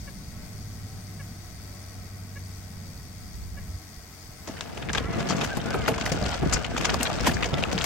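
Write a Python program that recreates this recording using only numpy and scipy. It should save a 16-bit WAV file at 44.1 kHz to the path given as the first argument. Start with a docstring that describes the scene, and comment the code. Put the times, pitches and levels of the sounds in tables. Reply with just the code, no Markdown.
"""Bicycle tyres crunch over gravel: stones slip, snap and clack, grit grinds, bumps jolt and ring the frame.
The gravel starts at 4.4 s. Before it the bicycle coasts on asphalt, slowly losing speed: the road
shakes the frame, the tread hums, the freewheel pawl buzzes and a dry bearing squeaks.
A camera with two microphone ports rides along; its body shades the right port in the treble."""
import sys
import numpy as np
from scipy import signal
from scipy.fft import rfft, irfft, next_fast_len
from scipy.io import wavfile

SR = 44100
rng = np.random.default_rng(int(sys.argv[2]) if len(sys.argv) > 2 else 0)


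def dump(signal):
    """Clip the signal to [-1, 1] and save it as 16-bit WAV at the path in sys.argv[1]."""
    limited = np.clip(np.atleast_2d(signal).T, -1, 1)
    pcm = np.round(limited * 32767).astype(np.int16)
    wavfile.write(sys.argv[1], SR, pcm)


N = 346185
T = np.arange(N) / SR
TOP_HZ = 15850
GRAVEL_START_S, GRAVEL_RISE_S, ROAD_FADE_S = 4.41, 0.13, 0.8

# stones giving way: start_s, length_s, crack_db, knock_re_crack_db, spray_re_crack_db, top_re_crack_db
STONE_SLIDES = [(4.474, 0.014, -43, 2, 2.5, -13), (4.579, 0.0035, -47, -7, -15, -23.5),
                (4.608, 0.0032, -30.5, -12, -0.5, -21), (4.772, 0.0089, -39.5, -3, -4.5, -10),
                (4.825, 0.0074, -36.5, -14, -26, -33), (4.893, 0.0045, -30.5, -6, -27, -44),
                (4.933, 0.0089, -33.5, -13, -0.5, -26), (4.949, 0.0068, -24.5, -8.5, -8, -33),
                (4.975, 0.012, -29, -10, -8, -17), (5.202, 0.0054, -33, -2.5, -4.5, -33),
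                (5.288, 0.013, -36, -11, 5, -16), (5.299, .016, -34.5, 0, 3, -24),
                (5.365, 0.0076, -46, -10, 11, -6), (5.411, 0.0095, -28.5, -7.5, -9, -18),
                (5.437, .013, -34.5, -16, 0, -6), (5.57, 0.0028, -36.5, 6.5, -1, 5),
                (5.707, 0.0033, -37, 5, -4, -13), (5.742, 0.012, -38, 8.5, -19, -5),
                (5.877, 0.019, -30, 2, -4, -5), (5.94, 0.0044, -44, -10, -20, -37),
                (5.979, 0.01, -36, -8, -4, -37), (6.012, 0.0049, -38, 1, -2, -25),
                (6.055, 0.011, -35, -3, 2.5, -4), (6.118, 0.0075, -33, 1.5, 4.5, -6),
                (6.256, 0.01, -35, -8, -5, -29), (6.526, 0.019, -32.5, -6.5, 9, -12),
                (6.645, 0.0047, -28.5, -18, -8, -35), (6.766, 0.0025, -27.5, -13, -8, -24),
                (6.776, 0.0076, -29, -7, -1, -13), (6.81, 0.004, -29, -7, -4, -12),
                (6.846, 0.012, -24, -12, -1.5, -29), (6.893, 0.0056, -25, -23, -26, -30),
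                (6.898, 0.0078, -32, -10, -4, -30), (6.939, 0.0057, -38, 8, 7, 1),
                (7.008, 0.007, -31, -7, -10, -10), (7.03, 0.0038, -33, -6, 8.5, 6.5),
                (7.204, 0.0065, -36, -8, -3, -24), (7.257, 0.009, -33, 2.5, -6, -10),
                (7.266, .014, -24, -5, -1, -4), (7.316, 0.0042, -32, -13, -15, -5),
                (7.335, 0.013, -48.5, -9, 14, -16), (7.425, 0.0057, -26, -15, -14, -32),
                (7.443, 0.0041, -25, -14, -7, -18), (7.456, 0.0058, -35, 4, 2.5, -28),
                (7.534, .009, -36, 4, -6, -26), (7.574, 0.02, -36, -5, -10, -17),
                (7.625, 0.0056, -31.5, -1.5, -15, -31), (7.714, 0.0091, -33.5, -4.5, -5, -30),
                (7.727, 0.0044, -33, 1, 3, -8), (7.779, 0.0047, -28, -18, -11, -43),
                (7.817, 0.0052, -32.5, -12, 1, -24), (7.841, 0.0082, -28, -12, 2, -1)]
# slip bands (crack, knock, spray, top): low_hz, high_hz, ring_s, tail_db, level_db, port_correlation
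SLIP_BANDS = [(855, 3340, 0.00079, -15.5, 0.5, 0.4), (193, 770, 0.0044, 2.5, 4.5, 0.57),
              (4330, 7240, 0.0021, -11.5, -2, 0.33), (6600, 13100, 0.0012, -8.5, -5, 0.1)]
# stone-on-stone blows: start_s, level_db, pitch_hz
STONE_CLACKS = [(4.474, -47, 2620), (4.571, -37, 1770), (4.609, -30, 3700), (4.775, -35, 3120),
                (4.888, -27, 2250), (4.901, -23, 1610), (4.932, -24, 5660), (4.95, -27, 3580),
                (4.9509, -20.5, 1545), (4.982, -23, 3220), (5.307, -21.5, 1350), (5.414, -29, 3350),
                (5.447, -27, 1480), (5.57, -26, 1070), (5.706, -30, 4800), (5.744, -19.5, 1226),
                (5.819, -33, 3000), (5.881, -15.5, 1400), (5.941, -28, 2300), (5.9814, -24.5, 1060),
                (5.986, -36, 3250), (6.012, -28.5, 3250), (6.063, -20.5, 2010), (6.123, -26, 2790),
                (6.227, -32, 4940), (6.242, -30, 4200), (6.263, -30, 4830), (6.292, -30, 5200),
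                (6.318, -32, 3300), (6.391, -37, 5100), (6.529, -21, 1280), (6.534, -22, 6960),
                (6.538, -19, 7600), (6.564, -27, 1330), (6.6467, -29.5, 2870), (6.764, -21.5, 1360),
                (6.8472, -25, 3080), (6.856, -20, 5900), (6.903, -21.5, 4950), (6.9424, -18.5, 1160),
                (6.943, -27.5, 4600), (7.009, -26, 2700), (7.031, -20, 8460), (7.052, -29, 1580),
                (7.1013, -26.5, 1220), (7.187, -36, 3900), (7.21, -25.5, 5000), (7.2711, -12.5, 956),
                (7.295, -21.5, 1670), (7.369, -24.5, 1710), (7.433, -21, 2630), (7.5409, -22.5, 3450),
                (7.6378, -16.5, 2740), (7.654, -26.5, 1360), (7.779, -30, 3600), (7.8128, -21, 3220)]
# modes of a struck stone: pitch_ratio, level_db
CLACK_MODES = [(.63, -6), (.84, 2), (1, 14.5), (1.13, 5.5), (1.47, 3), (1.93, -16), (2.55, -29), (3.3, -25)]
# wheel bumps: start_s, level_db, pitch_hz, ring_s
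BUMPS = [(2.769, -55, 45, 0.027), (3.972, -37, 59.5, 0.019), (4.291, -36, 115, 0.0084),
         (4.495, -28.5, 253, 0.0048), (5.019, -33, 190, 0.0042), (5.055, -26, 103, 0.0097),
         (5.106, -32, 150, 0.0055), (5.157, -18, 131, 0.0054), (5.185, -16, 201, 0.0038),
         (5.214, -25, 215, .006), (5.3, -21, 197, 0.008), (5.328, -16, 228, 0.0024),
         (5.347, -24, 180, 0.011), (5.462, -31, 92, 0.014), (5.574, -21, 336, 0.005),
         (5.589, -21.5, 158, 0.0062), (5.676, -17.5, 134, 0.0031), (5.748, -22, 590, 0.0067),
         (5.766, -26, 277, 0.0038), (5.83, -39, 53, .02), (5.892, -15, 442, 0.0041),
         (5.92, -14.5, 148, 0.0051), (6.013, -23.5, 245, 0.0053), (6.114, -23, 166, 0.012),
         (6.145, -17, 285, 0.0032), (6.222, -11.5, 228, 0.0024), (6.353, -15, 229.8, 0.0018),
         (6.423, -14.5, 124, 0.005), (6.433, -13, 295, 0.003), (6.459, -13.5, 156, 0.005),
         (6.546, -22, 55, 0.015), (6.564, -23, 111, 0.0096), (6.746, -27, 252, 0.0075),
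         (6.93, -22, 404, 0.005), (7.001, -24, 245, 0.012), (7.12, -27, 324, .005),
         (7.273, -20, 740, 0.0028), (7.281, -21.5, 244, 0.014), (7.351, -23, 69.6, 0.011),
         (7.528, -19.5, 136, 0.0095), (7.58, -28.5, 155, 0.023), (7.673, -27, 131, 0.0056),
         (7.746, -23.5, 185, 0.015)]
# gravel bed: time_s, jolt_db, rattle_db, grit_db
GRAVEL_LEVELS = [(4.45, -60, -47.5, -44), (4.72, -47.5, -43.5, -45), (4.98, -34.5, -32.5, -44),
                 (5.12, -37, -34.5, -41.5), (5.29, -45, -29, -34.5), (5.52, -38.5, -35.5, -36.5),
                 (5.8, -35.5, -32.5, -38), (6.08, -34.5, -37, -34.5), (6.24, -34, -33.5, -33.5),
                 (6.35, -38, -40, -34), (6.45, -27.5, -32, -39.5), (6.55, -35, -33.5, -33),
                 (6.66, -42.5, -39, -36.5), (6.8, -39, -33, -40), (7.06, -35, -35.5, -31),
                 (7.38, -34.5, -32, -37), (7.62, -33.5, -32.5, -38), (7.85, -41.5, -34.5, -33.5)]
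# jolt spectrum: freq_hz, gain_db
JOLT_EQ = [(20, -22), (35, 4), (58, 22.5), (90, 15), (140, 11.5), (250, -53), (800, -70)]
# grit spectrum: freq_hz, gain_db
GRIT_EQ = [(300, 1.5), (700, 11), (1050, 1.5), (1400, 6), (1900, -3), (2800, -1.5), (4000, -6), (6500, -8),
           (8900, -13.5), (10000, -63.5), (12000, -15.5), (15500, -71)]
# frame resonances rung by stones: freq_hz, width_hz, gain_db
RATTLE_MODES = [(129, 44, 6), (168.6, 65, 16.5), (235, 57, 9), (335, 120, -1), (446.6, 11.6, 12),
                (648, 23, -12), (675, 29, 14.5), (845, 17, -18), (1180, 16, 0), (1444, 23, -33),
                (1437, 15, -5), (1653, 66, 2.5), (1990, 50, -3), (2310, 31, -28)]
# sliding ring in the grinding: time_s, pitch_hz, level_db
SCRAPE_GLIDE = [(4.8, 1490, -70), (4.97, 1348, -50), (5.02, 1250, -39), (5.075, 1400, -30),
                (5.1, 1300, -38), (5.135, 1410, -33), (5.17, 1260, -37), (5.24, 1490, -43),
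                (5.33, 1400, -51), (5.36, 1480, -37), (5.39, 1370, -34), (5.46, 1450, -47),
                (5.51, 1550, -35), (5.6, 1520, -44), (5.66, 1400, -35), (5.72, 1533, -33),
                (5.805, 1560, -28), (5.84, 1420, -33), (5.92, 1520, -39), (6.15, 1492, -36),
                (6.3, 1430, -37), (6.35, 1333, -40), (6.42, 1440, -39), (6.47, 1468, -35), (6.6, 1520, -37),
                (6.63, 1450, -40), (6.67, 1480, -40), (6.73, 1510, -37), (6.8, 1425, -39),
                (7.03, 1500, -38), (7.2, 1346, -44), (7.36, 1460, -34), (7.425, 1410, -32),
                (7.48, 1300, -55), (7.54, 1310, -31), (7.62, 1350, -44), (7.85, 1328, -34)]
# its partials: pitch_ratio, level_db
SCRAPE_PARTIALS = [(.83, -9), (1, -3.5), (1.46, -10.5), (1.65, -12)]
# asphalt, coarse then smooth: time_s, rumble_db, drone_db, hum_db
ASPHALT_LEVELS = [(0, -42.5, -42.5, -43), (.44, -46.5, -43.5, -64), (.55, -43, -44, -43),
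                  (1.25, -51, -44, -42.5), (1.5, -46.5, -50, -45.5), (1.8, -47.5, -48, -46),
                  (2.4, -47, -48.5, -39.5), (2.9, -47, -44.5, -46.5), (3.15, -47.5, -46.5, -46.5),
                  (3.4, -37.5, -45.5, -48), (3.755, -40, -49, -38), (3.79, -52, -52, -52.5),
                  (4.2, -53, -55, -52), (4.5, -48, -51.5, -50)]
# road rumble spectrum: freq_hz, gain_db
RUMBLE_EQ = [(20, -4), (35, -7), (55, 9), (75, 6.5), (110, -1), (180, -38), (600, -72)]
# frame drone spectrum: freq_hz, gain_db
DRONE_EQ = [(70, -1), (120, 5.5), (190, 7), (250, -4.5), (330, -12.5), (600, -19.5), (2000, -70)]
# tyre hiss spectrum: freq_hz, gain_db
HISS_EQ = [(150, -0.5), (300, 8.5), (420, -2.5), (520, -9), (640, -4.5), (900, -0.5), (1500, -5.5),
           (2200, -1.5), (2800, -10), (4000, -12), (7000, -6.5), (8600, -8), (10000, -32), (11300, -3.5),
           (14000, -16.5), (15300, -8)]
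# bicycle resonances driven by asphalt: freq_hz, width_hz, gain_db
ROLLING_MODES = [(460, 44, 4), (641, 66, 4), (721, 34, 5.5), (1100, 43, -0.5), (1294, 46, 0.5),
                 (1480, 140, -3), (1900, 58, 1), (2050, 25, 0), (2300, 29, -7), (3350, 39, -9)]
# tread partials, pattern repeating every second block: pitch_ratio, level_db
TREAD_PARTIALS = [(1, 0.5), (1.5, -14), (2, -16.5), (2.5, -20.5)]
# bearing squeaks: centre_s, level_db
BEARING_SQUEAKS = [(0.084, -45), (1.207, -44.5), (2.37, -44.5), (3.583, -45)]
# squeak harmonics: pitch_ratio, level_db
SQUEAK_PARTIALS = [(1, -6), (2, -6.5), (3, 0.5), (4, -3.5), (5, -12)]
# freewheel pawl clicks: time_s, rate_hz
PAWL_RATE = [(0, 136), (.5, 100), (1.3, 140), (1.8, 87), (4.1, 97), (5.3, 140)]
# hub resonances: freq_hz, width_hz, gain_db
HUB_RESONANCES = [(3300, 57, -8.5), (3550, 41, -7.5), (3830, 63, -6), (4570, 120, -2.5), (4750, 70, -0.5),
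                  (5050, 210, 0.5), (5410, 100, -1), (5795, 170, 2), (6200, 62, -2), (6560, 130, 0),
                  (7820, 67, 0), (8540, 69, -0.5), (9055, 133, 5.5)]
# tyre whines: centre_s, half_length_s, pitch_hz, level_db
TYRE_WHINES = [(0.48, 0.19, 601, -66), (0.836, 0.13, 580, -65.5), (0.961, 0.091, 765, -59.5),
               (1.451, .15, 616, -73), (1.733, 0.12, 577, -61), (2.03, 0.15, 550, -69),
               (2.881, 0.12, 545, -63), (3.752, .16, 636, -66)]
# port likeness on gravel: freq_hz, correlation
GRAVEL_CORRELATION = [(35, 0.46), (70, 0.27), (200, 0.23), (700, 0.072), (1350, 0.59), (2400, 0.092),
                      (4400, 0.012), (8000, 0.12), (15000, 0.35)]
# port likeness on asphalt: freq_hz, correlation
ROAD_CORRELATION = [(60, 0.57), (200, 1), (400, 0.67), (700, 0.098), (1300, 0.5), (2400, 0.034),
                    (4400, -0.21), (8000, 0.12), (15000, 0.32)]
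# camera body shadow: freq_hz, left_minus_right_db
PORT_SHADE = [(200, 0), (700, -1), (1300, 1.5), (2200, 1), (3200, 3.5), (4400, 8), (6500, 12.5), (7800, 8),
              (8900, 1.5), (10000, 0)]


def stones(slip_rate_hz=600, tail_s=0.013, tail_per_slide=0.32, uneven_db=1.5, neighbours=3, size=4096):
    """A stone gives way in quick slips, each ringing a neighbour; longer slides trail more loose grit."""
    out = np.zeros((2, N + size))
    t = np.arange(size) / SR
    for start_s, length_s, crack_db, *relative_db in STONE_SLIDES:
        place, force = rng.beta(2, 2, 32), rng.standard_normal(32)  # slips crowd mid-run
        place[0], force[0] = 0, 1  # firm first break
        slips = int(np.clip(1 + length_s * slip_rate_hz, 1, 32))
        at = (place[:slips] * length_s * SR).astype(int)
        strength = undb(uneven_db * force[:slips])
        runs = np.array([np.bincount(at[k::neighbours], strength[k::neighbours], size)
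                         for k in range(neighbours)])
        tail = np.exp(-t / (tail_s + tail_per_slide * length_s))
        start = int(start_s * SR)
        for band, rel_db in zip(SLIP_BANDS, [0, *relative_db]):
            low_hz, high_hz, ring_s, tail_db, band_db, correlation = band
            body = rng.standard_normal((2, neighbours, size)) * (np.exp(-t / ring_s) + undb(tail_db) * tail)
            slide = signal.fftconvolve(runs[None], body, axes=2).sum(axis=1)[:, :size]
            slide = bandpass(slide, 3, low_hz, high_hz)
            mid, side = slide * np.sqrt(length_s * SR / np.sum(slide ** 2, axis=1, keepdims=True))
            side *= np.sqrt((1 - correlation) / (1 + correlation))
            gain = undb(crack_db + rel_db + band_db)
            out[:, start:start + size] += gain * np.array([mid + side, mid - side])
    return out[:, :N]


def clacks(ring_cycles=3.8, port_spread=0.46, dull_hz=9500, scatter_db=-27, scatter_s=0.0043, size=2048):
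    """A struck stone rings for a few cycles; the stones around it scatter the sound."""
    out = np.zeros((2, N + size))
    t = np.arange(size) / SR
    ratios, mode_db = np.transpose(CLACK_MODES)
    for start_s, level_db, pitch_hz in STONE_CLACKS:
        modes_hz = pitch_hz * ratios * (1 + 0.036 * rng.standard_normal(len(ratios)))
        rolloff = (modes_hz < TOP_HZ) / np.hypot(1, (modes_hz / dull_hz) ** 4)
        strength = undb(mode_db) * rolloff * rng.choice([-1, 1], len(ratios))
        port_gains = strength * (1 + port_spread * np.outer([1, -1], rng.standard_normal(len(ratios))))
        decay = np.exp(-np.outer(np.sqrt(modes_hz * pitch_hz), t) / ring_cycles)
        click = port_gains @ (np.sin(2 * np.pi * np.outer(modes_hz, t)) * decay)
        scatter = bandpass(rng.standard_normal((2, size)), 2, pitch_hz / 2, 3 * pitch_hz)
        click += undb(scatter_db) * scatter / scatter.std() * np.exp(-t / scatter_s)
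        click *= np.sqrt(0.0014 * SR / np.sum(click.mean(0) ** 2))  # energy of 1.4 ms at rms 1
        start = int(start_s * SR)
        out[:, start:start + size] += undb(level_db) * click
    return out[:, :N]


def thumps(contact_s=0.0034, left_lag_s=0.00016, knock_ratio=2.55, knock_db=-8, knock_s=0.0036):
    """The tyre cushions a bump, the wheel swings briefly and the frame knocks."""
    out = np.zeros((2, N))
    for start_s, level_db, pitch_hz, ring_s in BUMPS:
        start = int(start_s * SR)
        size = min(8192, N - start)
        t = np.maximum(T[:size] - np.array([[left_lag_s], [0]]), 0)
        swing = np.sin(2 * np.pi * pitch_hz * t) * np.exp(-t / ring_s)
        knock = undb(knock_db) * np.sin(2 * np.pi * knock_ratio * pitch_hz * t) * np.exp(-t / knock_s)
        cushion = 1 - np.exp(-t / contact_s)
        out[:, start:start + size] += 2 * undb(level_db) * (swing + knock) * cushion
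    return out


def gravel(jolt_db=-1, rattle_db=-1, grit_db=-2, pebble_db=-10, shake_db=-17, spill_db=-15):
    """The gravel bed jolts the bicycle and rattles its frame; grit grinds in patches, pebbles click."""
    jolt, rattle, grit = undb(curves(GRAVEL_LEVELS))
    # bumps shake the frame; grit shifts around each sliding stone
    shake = swells([(s, db + shake_db) for s, db, *_ in BUMPS], rise_s=0.006, fall_s=0.022)
    spill = swells([(s, db + spill_db) for s, _, db, *_ in STONE_SLIDES], rise_s=0.01, fall_s=0.024)
    tyre_load = undb(0.68 * walk(28))
    rattle = np.hypot(rattle, shake) * tyre_load
    grit = np.hypot(grit, spill) * tyre_load
    jolts = ports(eq(noise(), JOLT_EQ), GRAVEL_CORRELATION) * jolt * undb(jolt_db + 2 * walk(8.9))
    frame = frame_rattle() * rattle * undb(rattle_db)
    crunch = grit_grains() * undb(grit_db + 1.5 * walk(45))
    clicks = pebbles() * undb(pebble_db)
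    return jolts + frame + grit * (crunch + clicks + sand()) + scrape()


def frame_rattle(grind_db=-1):
    """Stones ring the frame: the tyre dulls single blows, steady grinding feeds the higher modes."""
    blows = contacts(rate_hz=430, spread_db=1, ring_s=0.00019)
    knocks = eq(blows / blows.std(), [(600, 1.5), (1300, -41), (4000, -38)])
    grinding = eq(noise(), [(300, -13), (1100, 0), (2300, -3), (4500, -8)])
    grinding *= undb(grind_db + 2 * walk(30))
    return ports(ring(knocks + grinding, RATTLE_MODES), GRAVEL_CORRELATION)


def grit_grains(rate_hz=1100, spread_db=3, ring_s=0.0035, band_ratio=1.47, bands=40, size=512):
    """Grit of many sizes is ground together; each size ticks in its own band."""
    out = np.zeros((2, N))
    decay = np.exp(-np.arange(size) / SR / ring_s)
    for hz in np.geomspace(450, 12000, bands):
        hits = impacts(rate_hz / bands, spread_db, max_hardness=3.5)
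        grain = bandpass(rng.standard_normal((2, size)) * decay, 1, hz / band_ratio, hz * band_ratio)
        out += signal.oaconvolve(hits[None], grain, axes=1)[:, :N]
    return ports(eq(out, GRIT_EQ), GRAVEL_CORRELATION)


def scrape(gain_db=-6.5, waver=0.01199, roughness=0.02402, flicker_db=6.5):
    """The grinding rings in tones that slide together and flicker one by one."""
    pitch_hz, level_db = curves(SCRAPE_GLIDE)
    bend = 1 + waver * walk(20)
    return sum(np.sin(phase(ratio * pitch_hz * (bend + roughness * walk(150))))
               * undb(gain_db + level_db + db + flicker_db * walk(19)) for ratio, db in SCRAPE_PARTIALS)


def pebbles(low_hz=1500, high_hz=5800, ring_cycles=7.3, spread_db=8.5, tilt_db=-1, gap_s=0.005, size=512):
    """Small stones jostle in clusters of four clicks, each with its own short-lived modes."""
    out = np.zeros((2, N + size))
    t = np.arange(size) / SR
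    for place, chance in rng.random((190, 2)):
        starts = (place * N + np.cumsum(rng.exponential(size=4)) * gap_s * SR).astype(int) % N
        cluster_db = spread_db * min(-np.log(1 - chance), 2)
        for start in starts:
            height = rng.random()
            pitch_hz = low_hz * (high_hz / low_hz) ** height
            modes_hz = pitch_hz * 4 ** rng.uniform(-0.5, 0.5, 8)
            port_gains = rng.uniform(-0.5, 0.5, (2, 8))
            decay = np.exp(-t * pitch_hz / ring_cycles)
            click = port_gains @ np.sin(2 * np.pi * np.outer(modes_hz, t)) * decay
            out[:, start:start + size] += undb(cluster_db + tilt_db * height) * click
    return ports(eq(out[:, :N], [(7500, 23), (10000, -41)]), GRAVEL_CORRELATION)


def sand(gain_db=-27, patchy_db=5):
    """Fine sand is crushed with a thin, patchy fizz."""
    grains = contacts(rate_hz=2100, spread_db=9, ring_s=0.0004)
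    fizz = eq(grains, [(5000, -30), (8500, -3), (12000, -26), (15500, 14)])
    return ports(fizz, GRAVEL_CORRELATION) * undb(gain_db - patchy_db * walk(12))


def asphalt(hiss_db=-52.5, ring_db=-56):
    """Road texture shakes and rings the frame and hisses under the tyres."""
    rumble_db, drone_db, _ = curves(ASPHALT_LEVELS)
    rumble = ports(eq(noise(), RUMBLE_EQ), ROAD_CORRELATION) * undb(rumble_db)
    drone = ports(eq(noise(), DRONE_EQ), ROAD_CORRELATION) * undb(drone_db + 0.8 * walk(12))
    hiss = ports(eq(noise(), HISS_EQ), ROAD_CORRELATION) * undb(hiss_db + 0.66 * walk(16))
    ringing = ports(ring(noise(), ROLLING_MODES), ROAD_CORRELATION) * undb(ring_db + walk(5))
    return rumble + drone + hiss + ringing


def tyre_hum(start_hz=102.8, sag_hz_per_s=2.95, waver=0.0022, flutter_db=0.4):
    """The tread drums on the asphalt; the pitch sinks with the speed."""
    *_, hum_db = curves(ASPHALT_LEVELS)
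    angle = phase((start_hz - sag_hz_per_s * T) * (1 + waver * walk(7.34)))
    tones = sum(np.sin(ratio * angle) * undb(db) for ratio, db in TREAD_PARTIALS)
    return np.sqrt(2) * tones * undb(hum_db - flutter_db * walk(7.2))


def squeak(pitch_hz=559, half_length_s=0.011, edge_s=0.0045, sag_hz_per_s=600, rasp=0.018, chatter_db=2):
    """A dry bearing catches, chatters and sags in pitch, less often as the bicycle slows."""
    out = np.zeros(N)
    jitter = rasp * walk(400)
    partials = [(ratio, undb(db + chatter_db * walk(220))) for ratio, db in SQUEAK_PARTIALS]
    for centre_s, level_db in BEARING_SQUEAKS:
        near = abs(T - centre_s) < 0.05
        t = T[near] - centre_s
        angle = phase(pitch_hz * (1 + jitter[near]) - sag_hz_per_s * t)
        grip = 0.5 + 0.5 * np.tanh((half_length_s - abs(t)) / edge_s)
        out[near] += undb(level_db) * grip * sum(np.sin(k * angle) * gain[near] for k, gain in partials)
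    return out


def freewheel(level_db=-54.5, ring_s=0.0066, uneven_db=0.5, wander_db=0.96):
    """A pawl drops off each ratchet tooth and rings the hub."""
    rate_hz, = curves(PAWL_RATE)
    teeth = np.cumsum(rate_hz) / SR
    force = undb(uneven_db * rng.standard_normal(2048))[teeth.astype(int)]
    drops = noise() * force * np.exp(-(teeth % 1) / rate_hz / ring_s)
    hub = eq(ring(drops, HUB_RESONANCES), [(2300, -18), (3300, 5), (4300, 6), (9100, 0.5), (9800, -40)])
    return ports(hub, ROAD_CORRELATION) * undb(level_db + wander_db * walk(8.8))


def whines(sag_hz_per_s=30, waver=0.0016):
    """Faint tyre tones swell and fade, each sinking a little."""
    out = np.zeros(N)
    bend = 1 + waver * walk(11.4)
    for centre_s, half_length_s, pitch_hz, level_db in TYRE_WHINES:
        t = T - centre_s
        swell = np.sqrt(2) * undb(level_db) * np.exp(-(t / half_length_s) ** 2)
        out += swell * np.sin(phase((pitch_hz - sag_hz_per_s * t) * bend))
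    return out


def contacts(rate_hz, spread_db, ring_s, stone_count=12):
    """A shower of contacts among stones, each stone with its own short ring."""
    out = np.zeros((2, N))
    decay = np.exp(-np.arange(512) / SR / ring_s)
    for _ in range(stone_count):
        hits = impacts(rate_hz / stone_count, spread_db, max_hardness=4)
        stone = rng.standard_normal((2, len(decay))) * decay
        out += signal.oaconvolve(hits[None], stone, axes=1)[:, :N]
    return out


def impacts(rate_hz, spread_db, max_hardness):
    """Randomly timed impulses, a few harder than the rest."""
    count = int(rate_hz * N / SR)
    hardness = np.minimum(rng.exponential(size=count), max_hardness)
    return np.bincount(rng.integers(0, N, count), undb(spread_db * hardness), N)


def swells(events, rise_s, fall_s):
    """Envelope rising to each (time_s, level_db) event and dying away."""
    return sum(undb(db) * np.exp(-np.maximum((s - T) / rise_s, (T - s) / fall_s)) for s, db in events)


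def undb(db):
    return 10 ** (np.asarray(db) / 20)


def phase(hz):
    return 2 * np.pi * np.cumsum(hz) / SR


def noise():
    return rng.standard_normal((2, N))


def walk(rate_hz):
    """Random drift, spread near 1."""
    return np.interp(T * rate_hz, np.arange(4096), rng.standard_normal(4096))


def curves(table):
    """Columns of a time table, one value a sample."""
    time_s, *columns = np.transpose(table)
    return [np.interp(T, time_s, column) for column in columns]


def per_bin(points, size):
    """(freq_hz, value) points joined on a log axis, one value an FFT bin."""
    hz, value = np.transpose(points)
    return np.interp(np.log(np.fft.rfftfreq(size, 1 / SR) + 1), np.log(hz), value)


def fft_filter(x, gain_of_size):
    size = next_fast_len(N + 4096, real=True)
    return irfft(rfft(x, size) * gain_of_size(size), size)[..., :N]


def eq(x, points):
    """Filter by (freq_hz, gain_db) points."""
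    return fft_filter(x, lambda size: undb(per_bin(points, size)))


def bandpass(x, order, low_hz, high_hz):
    sos = signal.butter(order, [low_hz, min(high_hz, TOP_HZ)], "band", fs=SR, output="sos")
    return signal.sosfilt(sos, x)


def ring(x, modes):
    """Parallel resonances (freq_hz, width_hz, gain_db)."""
    return sum(undb(db) * signal.lfilter(*signal.iirpeak(hz, hz / width_hz, SR), x)
               for hz, width_hz, db in modes)


def ports(pair, correlation):
    """Mix two unrelated signals to correlated left and right; their mean has rms 1."""
    def weights(size):
        c = np.clip(per_bin(correlation, size), -0.98, 0.98)
        return np.sqrt([1 + c, 1 - c])
    mid, side = fft_filter(pair, weights)
    return np.array([mid + side, mid - side]) / mid.std()


def scene():
    """The asphalt fades out as the gravel takes over."""
    road_gain = np.clip(1 - (T - GRAVEL_START_S) / ROAD_FADE_S, 0, 1)
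    gravel_gain = np.clip((T - GRAVEL_START_S) / GRAVEL_RISE_S, 0, 1)
    road = asphalt() + tyre_hum() + whines() + freewheel() + squeak()
    return road * road_gain + gravel() * gravel_gain + thumps() + stones() + clacks()


def record(dry):
    """The camera body shades the right port; steep low-pass at TOP_HZ."""
    def shade(size):
        gains = undb(np.outer([0.5, -0.5], per_bin(PORT_SHADE, size)))
        return gains / np.sqrt(np.mean(gains ** 2, axis=0))
    lowpass = signal.ellip(10, 0.2, 80, TOP_HZ, fs=SR, output="sos")
    return signal.sosfilt(lowpass, fft_filter(dry, shade))


dry = scene()
out = record(dry)
dump(out)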